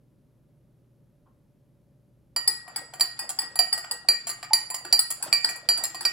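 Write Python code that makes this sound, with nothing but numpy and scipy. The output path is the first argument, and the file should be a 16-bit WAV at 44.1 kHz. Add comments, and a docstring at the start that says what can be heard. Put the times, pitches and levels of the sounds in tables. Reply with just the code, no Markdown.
"""Metal spoons clink and scrape in two tall glasses as two people stir drinks on a stone kitchen counter.
Each contact excites damped modes: the free right glass rings on, while the left one, steadied by a hand,
rings shorter and higher. The loosely held right spoon adds its own note. Water sloshes, and trapped air
resonates as bubbles and plops. A small bottle is set down before the stirring begins.
The kitchen reverberates over a low rumble and an appliance hum."""
import sys
import numpy as np
from scipy import signal
from scipy.fft import rfft, irfft
from scipy.io import wavfile

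SR = 44100
rng = np.random.default_rng(int(sys.argv[2]) if len(sys.argv) > 2 else 0)


def int16_out(signal):
    """Quantize to a 16-bit WAV file."""
    q = np.round(np.clip(np.atleast_2d(signal).T, -1, 1) * 32767)
    wavfile.write(sys.argv[1], SR, q.astype(np.int16))


N = 270009
RING_SAMPLES, STRIKE_SAMPLES = 12288, 1323
STIR_START_S = 2.36

# Spoon contacts: start_s, force_db (against a full blow), brightness_db, scrape_fraction, wall_t60_s;
# the right spoon also has spoon_ring_db (its own note, against the force)
RIGHT_CONTACTS = [(2.362, -6.5, -1.5, 0, .2, -24), (2.678, -39, -4.5, 0.33, 0.56, 6),
                  (2.936, -32.5, -5, 0.52, 0.16, 2), (2.997, -22, -5, 1, .06, -3),
                  (3.008, 0, 0.5, 0.044, 0.085, -39), (3.292, -24, 1, 1, .1, -20),
                  (3.556, -20, 6.5, 0, 0.14, -16), (3.59, 2, 1, 0.0083, 0.074, -10),
                  (3.777, -25.5, 0.5, 0.58, 0.076, -8), (3.842, -35, -13, 0.65, 0.072, 9),
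                  (4.086, 4.5, -2.5, 0, 0.13, -7.5), (4.269, -22.5, -4.5, 1, 0.1, -12),
                  (4.292, -18, 0, 0.63, 0.25, -14), (4.428, -23.5, -12, 0.57, 0.33, 6),
                  (4.533, 2.5, 2.5, 0.069, .09, -12), (4.701, -23, 4, 0.44, 0.17, -1),
                  (4.742, -19, -3.5, 0.84, .37, -15), (4.849, -26.5, -8.5, 0.67, 0.72, -10),
                  (4.926, 4, -2, 0.11, 0.14, -37), (5.103, -22, 5, 0.83, 0.23, -8),
                  (5.327, 2.5, -4, 0.11, 0.2, 0.5), (5.49, -23.5, -3.5, 0.91, 0.14, 15),
                  (5.559, -49.5, 10.5, 0.71, .07, -5), (5.688, 2.5, -3, 0.097, 0.24, -12.5),
                  (5.837, -15.5, -1, 0.98, 0.053, -5), (5.945, -22, -7, 0.41, 0.31, -5),
                  (6.051, -2, -5.5, 0.13, 0.082, -4.5)]
LEFT_CONTACTS = [(2.476, 1.5, 4.5, 0.045, 0.058), (2.76, -12, 0, 0.31, 0.061),
                 (3.191, -14, -1.5, 0.37, 0.29), (3.388, -4.5, -1, 0.057, 0.038),
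                 (3.418, -19, -2, 0.16, 0.23), (3.727, -1, 0, 0.042, 0.086), (3.911, -9.5, 0, 0.28, 0.048),
                 (4.991, -1, 8.5, 0.023, 0.041), (5.225, -19.5, 2.5, 0.85, 0.8),
                 (5.445, 0.5, -8, 0.18, 0.026), (5.774, -21, 1, 0.52, .1), (6.008, -17.5, -1.5, 0.31, 0.11)]
# Modes of each glass with its spoon: pitch_hz, level_db (within the register), t60_s.
# The first is the main wall mode, whose pitch and decay are set anew at each contact.
RIGHT_GLASS_MODES = [(4700, 16, .15), (352, -10.5, 0.02), (698, 3.5, 0.028), (1177, -14, 0.12),
                     (1886, 4.5, 0.28), (2392, 4, 0.044), (3010, 11.5, 0.022), (4150, -27, 0.19),
                     (4800, -41, 0.13), (4800, -16, 0.48), (7570, -17.5, 0.015), (7270, 52, 0.12),
                     (7663, 23, 0.057), (8280, 2, 0.2), (9560, 10.5, 0.043), (9900, -8, 0.38),
                     (10450, 10.5, 0.051), (11200, -1, 0.12), (11400, -3.5, 0.063), (12880, -14, .11),
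                     (14400, -11, 0.15), (15200, 7, 0.035), (15130, -11, 0.048)]
LEFT_GLASS_MODES = [(4820, -29, .1), (860, 22, 0.043), (1578, 7.5, 0.16), (1899, 1, 0.38),
                    (2424, -14, 0.15), (3180, -12.5, 0.15), (7800, 31, 0.16), (7340, 4, 0.044),
                    (7820, 1.5, 0.14), (7800, -42, 0.033), (8480, 11.5, 0.046), (9730, 20.5, 0.044),
                    (10300, -25, 0.054), (10400, -5, 0.32), (11100, -34, 0.13), (14280, -15, 0.14),
                    (14950, 1, 0.037), (15450, -1, 0.069)]
# Main wall mode, near steady on the right, sinking on the left as whirling water climbs: time_s, pitch_hz
RIGHT_WALL_PITCH = [(2.4, 4695), (6, 4701)]
LEFT_WALL_PITCH = [(2.5, 4865), (3.4, 4850), (3.8, 4815), (5.5, 4803)]
# Bounds of six registers (air column, rim, wall, upper wall, shimmer, sparkle): edge_hz
REGISTER_EDGES = [300, 1600, 3400, 6200, 8800, 12500, 16500]
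# Each register under a full, clean blow, before the gain of its glass: level_db
RIGHT_BLOW_LEVELS = [-35.5, -33, -15.5, -25.5, -24, -29.5]
LEFT_BLOW_LEVELS = [-36.5, -34, -16, -27, -22.5, -31.5]
# Each register's response to a contact: db_per_force_db, db_per_brightness_db, full_scrape_db.
# The wall follows the force, scraping favours the treble, and a dull contact knocks more.
REGISTER_RESPONSE = [(.22, -0.22, -2.5), (.45, -0.17, -1.5), (.98, 0, 1), (.68, 0.48, 12.5), (.69, 1, 9),
                     (.69, 0.77, 8.5)]
# Radiation of each register to the two channels: left_minus_right_db, left_lead_rad
RIGHT_RADIATION = [(0, .2), (1, -.6), (-4.5, -.8), (0, -1.9), (0, 1.5), (0, 2.2)]
LEFT_RADIATION = [(1, .4), (4, -.4), (0, 2.2), (0, -2.1), (0, 1.5), (0, 2.2)]
# Friction spectrum of steel on glass: frequency_hz, relative_db
RASP_SPECTRUM = [(300, -14.5), (520, -28), (760, 5.5), (1000, -1.5), (1500, -4), (2400, -11.5), (3500, -9),
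                 (4700, 21), (6200, -7), (7400, 19), (8700, -10), (9800, 0.5), (13000, -16), (15000, -16)]
# Water plops and low, dull knocks of a spoon on the glass bottom: start_s, pitch_hz, level_db, t60_s
PLOPS_AND_KNOCKS = [(3.298, 750, -28, 0.04), (3.594, 707, -14.5, 0.037), (3.915, 492, -42.5, 0.052),
                    (4.048, 730, -34, 0.029), (4.508, 854, -20, 0.1), (4.713, 1000, -34, 0.15),
                    (4.853, 362, -41.5, 0.063), (4.994, 790, -43, 0.025), (5.263, 620, -30.5, 0.057)]
# Wash of moving water: frequency_hz, relative_db
WASH_SPECTRUM = [(150, -13), (380, -6), (750, -20), (1300, -0.5), (2300, -14.5), (3400, -9.5), (6000, -17),
                 (16000, -51)]
# Kitchen reverberation: centre_hz, level_db (against the direct sound), t60_s
REVERB_BANDS = [(315, 5, 0.25), (820, -4, 0.32), (1850, 0.5, 0.42), (5000, -8, 0.41), (7300, -8, 0.38),
                (10200, -12, 0.22), (15100, -11.5, .21)]
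# Room rumble: frequency_hz, relative_db
RUMBLE_SPECTRUM = [(15, -27), (25, -16), (53, -9), (92, -13), (137, -6), (301, -14.5), (335, -14.5),
                   (476, -23.5), (591, -16), (641, -28.5), (962, -34), (2160, -42.5), (8590, -49.5),
                   (11300, -43), (16000, -56)]
# Appliance tones: pitch_hz, level_db
HUM_TONES = [(120, -68), (144, -69)]


def glass(contacts, blow_levels, wall_pitch, modes, radiation, gain_db):
    """Impact excitation: where and how hard the spoon lands sets each register's level and the echoes."""
    out = np.zeros((2, N))
    for start_s, force_db, brightness_db, scrape, wall_t60_s, *_ in contacts:
        levels_db = np.array(blow_levels) + np.array(REGISTER_RESPONSE) @ [force_db, brightness_db, scrape]
        wall_hz = np.interp(start_s, *np.transpose(wall_pitch))
        add(out, start_s, kitchen(clink(modes, wall_hz, wall_t60_s, scrape, levels_db, radiation)))
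    return out * undb(gain_db)


def clink(modes, wall_hz, wall_t60_s, scrape, levels_db, radiation, touch_s=0.0023, drag_s=0.0054):
    """Modal ringing with an impact crack and friction noise; a glancing spoon rasps more, swells slower."""
    t = np.arange(RING_SAMPLES) / SR
    scrape = np.clip(scrape, .01, .99)
    hz, db, t60_s = np.array(modes, float).T
    detune, scatter, phase = rng.standard_normal((len(hz), 3)).T
    hz = hz * (1 + 0.00289 * detune * hz / REGISTER_EDGES[-3])  # high modes feel the moving water most
    hz[0], t60_s[0] = wall_hz, wall_t60_s  # a spoon that stays on the wall damps it
    amplitude = undb(db + 0.9 * scatter) * np.exp(2j * np.pi * phase)
    pole = np.exp(2j * np.pi * hz / SR) * fade(1 / SR, t60_s)  # rotation and loss per sample
    swell = 1 - np.exp(-t / (touch_s + drag_s * scrape))
    grit = undb(4 * wander(rate_hz=350, size=RING_SAMPLES))
    chatter = unit_rms(swell * fade(t, t60_s=0.092) * grit, STRIKE_SAMPLES)
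    crack = undb(-7) * unit_rms(pulse(t, t60_s=0.013, onset_s=touch_s), STRIKE_SAMPLES)
    out = 0
    for lo, hi, level_db, (pan_db, lead_rad) in zip(REGISTER_EDGES, REGISTER_EDGES[1:], levels_db, radiation):
        in_register = np.flatnonzero((hz >= lo) & (hz < hi))
        ring = sum(amplitude[k] * np.cumprod(np.full(len(t), pole[k])) for k in in_register)
        roughness = 0.69 if lo == REGISTER_EDGES[0] else scrape  # the low knock is always rough
        tone = np.sqrt(1 - roughness ** 2) * unit_rms(swell * ring, STRIKE_SAMPLES)
        rasp = noise(RASP_SPECTRUM, RING_SAMPLES, (lo, hi), peaks_db=6) * (roughness * chatter + crack)
        voice = unit_rms(tone + rasp, STRIKE_SAMPLES)
        stereo = unit_rms(undb(opposed(pan_db / 2)).T).T * np.exp(1j * opposed(lead_rad / 2))
        out = out + undb(level_db) * np.sqrt(2) * (stereo * voice).real
    return out


def spoon(pitch_hz=2370, gain_db=-17.5):
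    """Free vibration: the loosely held right spoon rings with its own note after each contact."""
    out, t = np.zeros((2, N)), np.arange(RING_SAMPLES) / SR
    note = np.sin(2 * np.pi * pitch_hz * t) * pulse(t, t60_s=0.034, onset_s=0.00061)
    for start_s, force_db, *_, ring_db in RIGHT_CONTACTS:
        add(out, start_s, undb(gain_db + force_db + ring_db) * note)
    return out


def water(bubble_count=520, median_hz=1080, ring_cycles=16):
    """Air entrainment: stirred water gives an uneven wash, many short-lived bubbles, a few big plops and low
    knocks of a spoon on the glass bottom."""
    bubbles, plops = np.zeros((2, N)), np.zeros((2, N))
    starts_s = rng.uniform(STIR_START_S, N / SR, bubble_count)
    for start_s, (pitch, strength, pan_db) in zip(starts_s, rng.standard_normal((bubble_count, 3))):
        hz = median_hz * np.exp(0.84 * np.tanh(pitch / 2))  # a narrow glass limits the bubble size
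        add(bubbles, start_s, bubble(hz, ring_cycles / hz) * undb(3 * strength + opposed(pan_db)))
    for start_s, hz, db, t60_s in PLOPS_AND_KNOCKS:
        add(plops, start_s, undb(db) * bubble(hz, t60_s))
    wash = noise(WASH_SPECTRUM, N).real * undb(4.5 * wander(rate_hz=60))
    return slosh_envelope() * undb(-4) * (unit_rms(bubbles) + unit_rms(wash)) + plops


def slosh_envelope(swirl_db=-60.5, wave_db=-56.5, drag_db=17.5, lag_s=0.026, width_s=.02):
    """Forced motion: a steady swirl, and a wave after each left stroke, larger when the spoon drags."""
    t = np.arange(N) / SR
    waves = sum(undb(wave_db + drag_db * scrape) * np.exp(-.5 * ((t - start_s - lag_s) / width_s) ** 2)
                for start_s, _, _, scrape, _ in LEFT_CONTACTS)
    return (undb(swirl_db) + waves) * (t > STIR_START_S)


def bubble(hz, t60_s, rise_per_t60=0.16):
    """Bubble resonance: an air pocket rings and climbs in pitch as it nears the surface."""
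    t = np.arange(SR // 8) / SR
    cycles = hz * (t + rise_per_t60 * t ** 2 / (2 * t60_s))
    return np.sin(2 * np.pi * cycles) * pulse(t, t60_s, onset_s=0.0026)


def bottle(start_s=1.258, centre_hz=1040, gain_db=-56):
    """Cushioned impact: a small bottle set down on paper gives a faint, soft bump."""
    out, t = np.zeros((2, N)), np.arange(RING_SAMPLES) / SR
    spectrum = [(centre_hz / 2, -16), (centre_hz, 0), (centre_hz * 2, -30)]
    thud = noise(spectrum, RING_SAMPLES, band_hz=(0, 3400)).real
    add(out, start_s, undb(gain_db) * thud * pulse(t, t60_s=0.15, onset_s=0.0089))
    return out


def kitchen(dry, first_echo_s=0.0034, build_s=0.00057, uncorrelated_hz=1800):
    """Diffuse reverberation: the midrange lasts longest, and the treble differs most between channels."""
    t = np.arange(RING_SAMPLES) / SR
    centre_hz, wet_db, t60_s = np.transpose(REVERB_BANDS)
    hz = np.fft.rfftfreq(len(t), 1 / SR)
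    band = np.searchsorted(np.sqrt(centre_hz[1:] * centre_hz[:-1]), hz)
    mid, side = rfft(rng.standard_normal((2, len(t))))
    width = np.minimum(np.sqrt(hz / uncorrelated_hz), 1)
    spectrum = (mid + opposed(width * side)) / np.sqrt(1 + width ** 2)
    response = signal.unit_impulse(len(t))
    for k in range(len(centre_hz)):
        envelope = fade(t, t60_s[k]) * np.clip((t - first_echo_s) / build_s, 0, 1)
        echoes = irfft(spectrum * (band == k), len(t))
        response = response + undb(wet_db[k]) * envelope / np.linalg.norm(envelope) * echoes
    return signal.fftconvolve(dry, response, axes=1)[:, :N]


def room_rumble(mid_db=-63.5, side_ratio_db=-10):
    """Correlated noise: the low rumble of the room is nearly alike in both channels."""
    mid, side = (unit_rms(noise(RUMBLE_SPECTRUM, N).real) for _ in range(2))
    return undb(mid_db) * (mid + undb(side_ratio_db) * opposed(side))


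def appliance_hum(waver_db=3, drift_rad=0.3):
    """Amplitude and phase modulation: two low appliance tones waver at random."""
    t = np.arange(N) / SR
    hum = 0
    for hz, db in HUM_TONES:
        amplitude = np.sqrt(2) * undb(db + waver_db * wander(rate_hz=2.27))
        hum = hum + amplitude * np.sin(2 * np.pi * hz * t + drift_rad * wander(rate_hz=11))
    return hum


def noise(points, size, band_hz=(0, SR / 2), peaks_db=0, peak_spacing_hz=110):
    """Spectral shaping: complex noise follows (Hz, dB) points; peaks_db scatters resonances over it."""
    hz = np.arange(size) * SR / size
    inside = (hz >= band_hz[0]) & (hz < band_hz[1])
    hz, spectrum = hz[inside], np.zeros(size, complex)
    point_hz, point_db = np.transpose(points)
    knots = rng.standard_normal(1024)
    peaks = peaks_db * np.interp(hz / peak_spacing_hz, np.arange(len(knots)), knots)
    shape_db = np.interp(np.log(hz + 1), np.log(point_hz), point_db)
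    spectrum[inside] = undb(shape_db + peaks) * rng.standard_normal(2 * len(hz)).view(complex)
    return unit_rms(np.fft.ifft(spectrum))


def wander(rate_hz, size=N):
    """Interpolated random values with a spread near 1."""
    knots = rng.standard_normal(1024)
    return np.interp(np.arange(size) / SR * rate_hz, np.arange(len(knots)), knots)


def fade(t, t60_s):
    """Exponential decay, 60 dB in t60_s."""
    return np.exp(-np.log(1000) * t / np.maximum(t60_s, 1e-3))


def pulse(t, t60_s, onset_s):
    """Transient envelope: exponential rise and decay."""
    return fade(t, t60_s) * (1 - np.exp(-t / onset_s))


def undb(db):
    """Decibels to amplitude ratio."""
    return 10 ** (np.asarray(db) / 20)


def unit_rms(x, size=None):
    """Normalisation to rms 1 over the first size samples."""
    return x / np.sqrt(np.mean(np.abs(x[..., :size]) ** 2) + 1e-20)


def opposed(x):
    """Antisymmetric pair: +x left, -x right."""
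    return x * np.array([[1], [-1]])


def add(track, start_s, sound):
    """Superposition of a sound on a stereo track."""
    start = int(start_s * SR)
    track[:, start:start + sound.shape[-1]] += sound[..., :N - start]


def scene():
    """Superposition: glasses, spoon, water and bottle sound in the kitchen over its rumble and hum."""
    right = glass(RIGHT_CONTACTS, RIGHT_BLOW_LEVELS, RIGHT_WALL_PITCH, RIGHT_GLASS_MODES,
                  RIGHT_RADIATION, gain_db=-4)
    left = glass(LEFT_CONTACTS, LEFT_BLOW_LEVELS, LEFT_WALL_PITCH, LEFT_GLASS_MODES,
                 LEFT_RADIATION, gain_db=-5.5)
    return right + left + kitchen(spoon() + water() + bottle()) + room_rumble() + appliance_hum()


def record(dry):
    """Band limiting: a steep low-pass filter cuts the treble above 15.9 kHz."""
    return signal.sosfilt(signal.ellip(8, .2, 70, 15900, fs=SR, output="sos"), dry)


dry = scene()
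out = record(dry)
int16_out(out)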